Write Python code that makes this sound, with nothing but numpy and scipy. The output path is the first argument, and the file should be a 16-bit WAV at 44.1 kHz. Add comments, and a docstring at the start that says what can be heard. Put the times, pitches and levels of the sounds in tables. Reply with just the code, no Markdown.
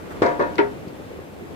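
"""In a small kitchen, an air fryer basket full of chips is pushed home, close to a phone.
The metal basket rubs along its rails, knocks twice and rings. Then the plastic drawer snaps shut
with a shorter, lower note. Each hit mixes a thud, ringing tones and a noisy clatter.
Small bumps follow as the hand lets go, over a low steady rush of air."""
import sys
import numpy as np
from scipy import signal
from scipy.fft import rfft, irfft
from scipy.io import wavfile
from scipy.ndimage import uniform_filter1d

SR = 44100
rng = np.random.default_rng(int(sys.argv[2]) if len(sys.argv) > 2 else 0)


def wav_out(sig):
    """Save sig, one row per channel (or a flat mono array), as 16-bit PCM at SR to the path in sys.argv[1]."""
    wavfile.write(sys.argv[1], SR, np.round(np.clip(np.atleast_2d(sig).T, -1, 1) * 32767).astype(np.int16))


N = 68355
T = np.arange(N) / SR
HZ = np.fft.rfftfreq(N, 1 / SR) + 1e-3
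MIC_LAG_S, CLATTER_BALANCE_DB = 0.000258, 2  # a balance is the left level minus the right

# How far the fryer's sound is ahead at the left microphone. Each row: frequency in Hz, lead in radians.
LEFT_LEAD = [(150, -2.3), (290, -0.1), (365, -1.3), (410, 4.5), (520, 0.85), (580, -2.0), (700, -1.75),
             (940, 0.93), (1070, 2.0), (1430, 3.5), (1750, 3.5), (2050, 5.5), (3000, 5.5), (6000, 11.5)]


def undb(db):
    """Turns decibels into a gain."""
    return 10 ** (np.asarray(db) / 20)


def pan(balance_db):
    """Left and right gains for a balance."""
    return undb(np.array([[balance_db], [-balance_db]]) / 2)


def over_hz(hz, table, column=1):
    """Reads between a table's rows, with octaves evenly spaced."""
    table = np.array(table)
    return np.interp(np.log(hz), np.log(table[:, 0]), table[:, column])


def mic_noise(likeness, lead):
    """White noise spectra at two microphones: each has its own part, and both share another."""
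    noise = rfft(rng.standard_normal((3, N)))
    shared = noise[2] * np.exp(-1j * lead * np.array([[0], [1]]))
    return np.sqrt(likeness) * shared + np.sqrt(1 - likeness) * noise[:2]


def fryer_noise():
    """White noise spectra as they arrive from the fryer."""
    return mic_noise(likeness=0.33, lead=over_hz(HZ, LEFT_LEAD))


def bands(spectrum, count=19):
    """Splits a spectrum into half-octave bands, giving each one's centre in Hz and its sound."""
    centres = 32 * 2 ** (np.arange(count) / 2)
    for hz, weight in zip(centres, np.eye(count)):
        yield hz, irfft(spectrum * np.interp(np.log(HZ), np.log(centres), weight), N)


def wander(per_second):
    """A smooth random drift, typically about 1 in size."""
    step = int(SR / per_second)
    stairs = np.repeat(rng.standard_normal(N // step + 1), step)
    drift = uniform_filter1d(stairs, step)[:N]
    return drift / drift.std()


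def envelope(start, rise_s, fade_s):
    """Swells, then dies away. A fade time is how long a sound takes to fall by 60 dB."""
    age = np.maximum(T - start, 0)
    return (1 - np.exp(-age / rise_s)) * np.exp(-np.log(1000) * age / fade_s)


def air():
    """A low rush of air that flickers a little, less so in the treble."""
    # The air's tone. Each row: frequency in Hz, relative level in dB.
    colour = [(20, -33), (45, -12.5), (80, 0.5), (115, -6), (160, 0), (240, -4), (310, -0.5), (470, -2.5),
              (680, -9.5), (1250, -16.5), (2500, -22), (4500, -32.5), (8500, -40.5), (15500, -49)]
    # Its loudness. Each row: time in seconds, relative level in dB.
    levels = [(0, -20.5), (.15, -16.5), (.5, -15.5), (.85, -19), (1.1, -18.5), (1.3, -21.5), (1.55, -18.5)]
    spectrum = mic_noise(likeness=0.29, lead=2 * np.pi * HZ * MIC_LAG_S) * undb(over_hz(HZ, colour))
    rush = sum(band * undb(min(1, 1000 / hz) * wander(per_second=22)) for hz, band in bands(spectrum))
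    return rush * undb(np.interp(T, *np.array(levels).T)) * pan(balance_db=1)


def slide(patchy_db=3.0):
    """The basket rubs faintly and unevenly on its rails before the first knock."""
    # The rubbing's tone. Each row: frequency in Hz, relative level in dB.
    colour = [(100, -33), (500, -0.5), (850, -4.5), (1300, -1), (2000, -9), (3000, -21.5), (15000, -32.5)]
    # Its loudness. Each row: time in seconds, relative level in dB.
    levels = [(0, -30.5), (.1, -27.5), (.2, -35), (.24, -60)]
    rub = irfft(fryer_noise() * undb(over_hz(HZ, colour)), N)
    return rub * undb(np.interp(T, *np.array(levels).T) + patchy_db * wander(per_second=75.2))


def thud(start, db, hz, rise_s=0.0012, low_cut_hz=80):
    """The housing swings and stops almost at once, giving off little deep bass."""
    age = np.maximum(T - start - np.array([[0], [MIC_LAG_S / 2]]), 0)
    swell = age / rise_s
    swing = -undb(db) * pan(balance_db=3.5) * swell * np.exp(1 - swell) * np.sin(2 * np.pi * hz * age)
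    return signal.sosfilt(signal.butter(2, low_cut_hz, "high", fs=SR, output="sos"), swing)


def bumps():
    """The housing thuds as the basket bounces back and the hand lets go."""
    # Each row: start in seconds, relative level in dB, pitch in Hz.
    hits = [(0.2365, -17, 450), (.269, -16, 916), (.4085, -14.5, 543), (0.4188, -11.5, 397),
            (.765, -38, 326), (0.789, -34.5, 112.7), (0.851, -29, 297), (0.873, -23, 193),
            (0.929, -28, 220), (1.035, -37, 364), (1.115, -27.5, 466), (1.334, -30, 496)]
    return sum(thud(*hit) for hit in hits)


def ticks(width_hz=1850):
    """The plastic rim and latch make contact: tiny bursts of noise, each around one pitch."""
    # Each row: start in seconds, relative level in dB, pitch in Hz.
    contacts = [(0.2202, -15, 3700), (0.264, -20, 4140), (.3945, -46, 3800), (.412, -23.5, 2630),
                (.424, -25, 3900), (0.555, -23, 4540), (0.5813, -14.5, 3350), (0.589, -17.5, 2820),
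                (.882, -32, 4600)]
    sound = 0
    for start, db, hz in contacts:
        resonance = 1 / (1 + 1j * (HZ - hz ** 2 / HZ) / width_hz) ** 2
        noise = irfft(fryer_noise() * resonance, N)
        sound += undb(db) * envelope(start, rise_s=0.00045, fade_s=0.02) * noise
    return pan(CLATTER_BALANCE_DB) * sound


def ring(start, pitches, tones, rise_s):
    """A struck part's own tones build up as it settles, then ring out."""
    sound = 0
    for hz, (db, fade_s, balance_db) in zip(pitches, tones):
        lead = np.array([[1], [-1]]) * over_hz(hz, LEFT_LEAD) / 2
        wave = np.sin(2 * np.pi * hz * (T - start) + lead)
        sound += undb(db) * pan(balance_db) * envelope(start, rise_s, fade_s) * wave
    return sound


def clatter(start, colour, tilt_db, rise_s):
    """Countless close tones and kitchen echoes blur into noise; the treble arrives first."""
    treble_octaves = np.maximum(np.log2(HZ / 800), 0)
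    spectrum = fryer_noise() * undb(over_hz(HZ, colour) + tilt_db * treble_octaves)
    sound = 0
    for hz, band in bands(spectrum):
        sound += band * envelope(start, rise_s * min(1.5, 600 / hz), over_hz(hz, colour, column=2))
    return pan(CLATTER_BALANCE_DB) * sound


def drawer():
    """The plastic drawer meets its latch, then snaps into place."""
    # Each row: start in seconds, relative thud, ring and clatter levels in dB,
    # treble tilt in dB per octave, clatter rise time at 600 Hz in seconds.
    hits = [(0.5822, -30, -10, -8, 3.5, 0.0015), (0.5884, -21, 1, -2, -3, 0.0018)]
    # The drawer's ringing pitches in Hz.
    pitches = [259, 303, 345, 409, 635, 722, 910, 946, 1375, 1425, 1922, 2180]
    # One tone per pitch. Each row: relative level in dB, fade time in seconds, balance in dB.
    tones = [(-30.5, 0.66, -2), (-20, 0.18, -8), (-18, 0.08, 20.5), (-7.5, 0.31, 2.5), (-43, 0.4, -1),
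             (-33.5, 0.45, -2), (-15.5, .2, 0), (-21.5, 0.13, 21.5), (-30, 0.3, 6), (-12.5, 0.051, 8),
             (-31.5, 0.21, 7), (-48, 0.41, -10)]
    # Walls and loose parts. Each row: frequency in Hz, relative level in dB, fade time in seconds.
    colour = [(50, -24, 0.37), (181, -25, 0.19), (320, 13, 0.06), (535, -6, 0.47), (1190, -11, 0.28),
              (1400, -6, 0.29), (2200, -6, 0.16), (3500, -23.5, 0.11), (5500, -38.5, 0.28),
              (7700, -71, 0.15), (15000, -62, 0.12)]
    sound = 0
    for start, thud_db, ring_db, clatter_db, tilt_db, rise_s in hits:
        sound += thud(start, thud_db, hz=405)
        sound += undb(ring_db) * ring(start, pitches, tones, rise_s=0.0055)
        sound += undb(clatter_db) * clatter(start, colour, tilt_db, rise_s)
    return sound


def basket(clatter_trim_db=-3):
    """The metal basket hits the housing; where it hits decides which tones ring most."""
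    # Each row: start in seconds, relative thud, ring and clatter levels in dB, treble tilt in dB
    # per octave, clatter rise time at 600 Hz in seconds, place from 0 (front) to 1 (side).
    hits = [(.2195, -4, -1, 1, 1, 0.00095, 0.05), (.254, -11.5, -2.5, -8.5, 1.5, 0.0013, 0.6),
            (0.3946, -12, -1, -4.5, -0.5, 0.00091, 0.9), (1.190, -25.5, -30, -25.5, -9, 0.0014, .5)]
    # The basket's ringing pitches in Hz.
    pitches = [298, 367, 411, 430, 520, 580, 701, 878, 937, 958, 1066, 1163, 1316, 1436, 1655, 1815, 2060,
               2535, 3995]
    # One tone per pitch. Each row: relative level in dB, fade time in seconds, balance in dB,
    # dB added by a hit on the side.
    tones = [(-26.5, 0.64, -8, -3.5), (-28, 0.09, 16.5, 18), (-24, 0.32, 12.5, -1.5), (-25, 0.18, -6, -2),
             (-11.5, 0.32, 0, -23.5), (-26, 0.21, -11.5, 11.5), (-17, 0.52, 5.5, -7.5), (-30, 0.63, -4, -4),
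             (-26, 0.27, -3, 4.5), (-26, 0.41, 11.5, 3.5), (-26, 0.21, 0, 9), (-24.5, 0.14, -3.5, 8),
             (-39, 0.34, -10, -25), (-34.5, 0.33, 7, 10), (-25, 0.29, 4.5, 3.5), (-26.5, 0.28, 6, 2.5),
             (-32, 0.25, -7, -4.5), (-45, 0.3, 4, 9), (-53, .25, 4, 8)]
    # Walls and loose parts. Each row: frequency in Hz, relative level in dB, fade time in seconds.
    colour = [(49.6, -10, 0.3), (120, -5, 0.21), (185, -6.5, .3), (302, 2.5, .24), (533, 3, 0.54),
              (690, -4, 0.53), (850, -7, 0.46), (1120, -4, 0.45), (2190, -13.5, 0.29), (2760, -29.5, 0.45),
              (4200, -27.5, 0.27), (6940, -40.5, 0.38), (14200, -61, 0.18)]
    sound = 0
    for start, thud_db, ring_db, clatter_db, tilt_db, rise_s, place in hits:
        struck = [(db + place * side_db, fade_s, balance) for db, fade_s, balance, side_db in tones]
        sound += thud(start, thud_db, hz=405)
        sound += undb(ring_db) * ring(start, pitches, struck, rise_s=0.011)
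        sound += undb(clatter_db + clatter_trim_db) * clatter(start, colour, tilt_db, rise_s)
    return sound


def scene():
    """All the fryer's sounds over the rush of air."""
    return basket() + drawer() + bumps() + ticks() + slide() + air()


def record(dry, hiss_db=-58, top_hz=15500):
    """The phone adds its own hiss, clips peaks at full scale and cuts the highest treble."""
    hiss = undb(hiss_db) * pan(balance_db=3) * rng.standard_normal((2, N))
    heard = np.clip(dry + hiss, -1, 1)
    return signal.sosfilt(signal.ellip(10, .2, 80, top_hz, fs=SR, output="sos"), heard)


dry = scene()
out = record(dry)
wav_out(out)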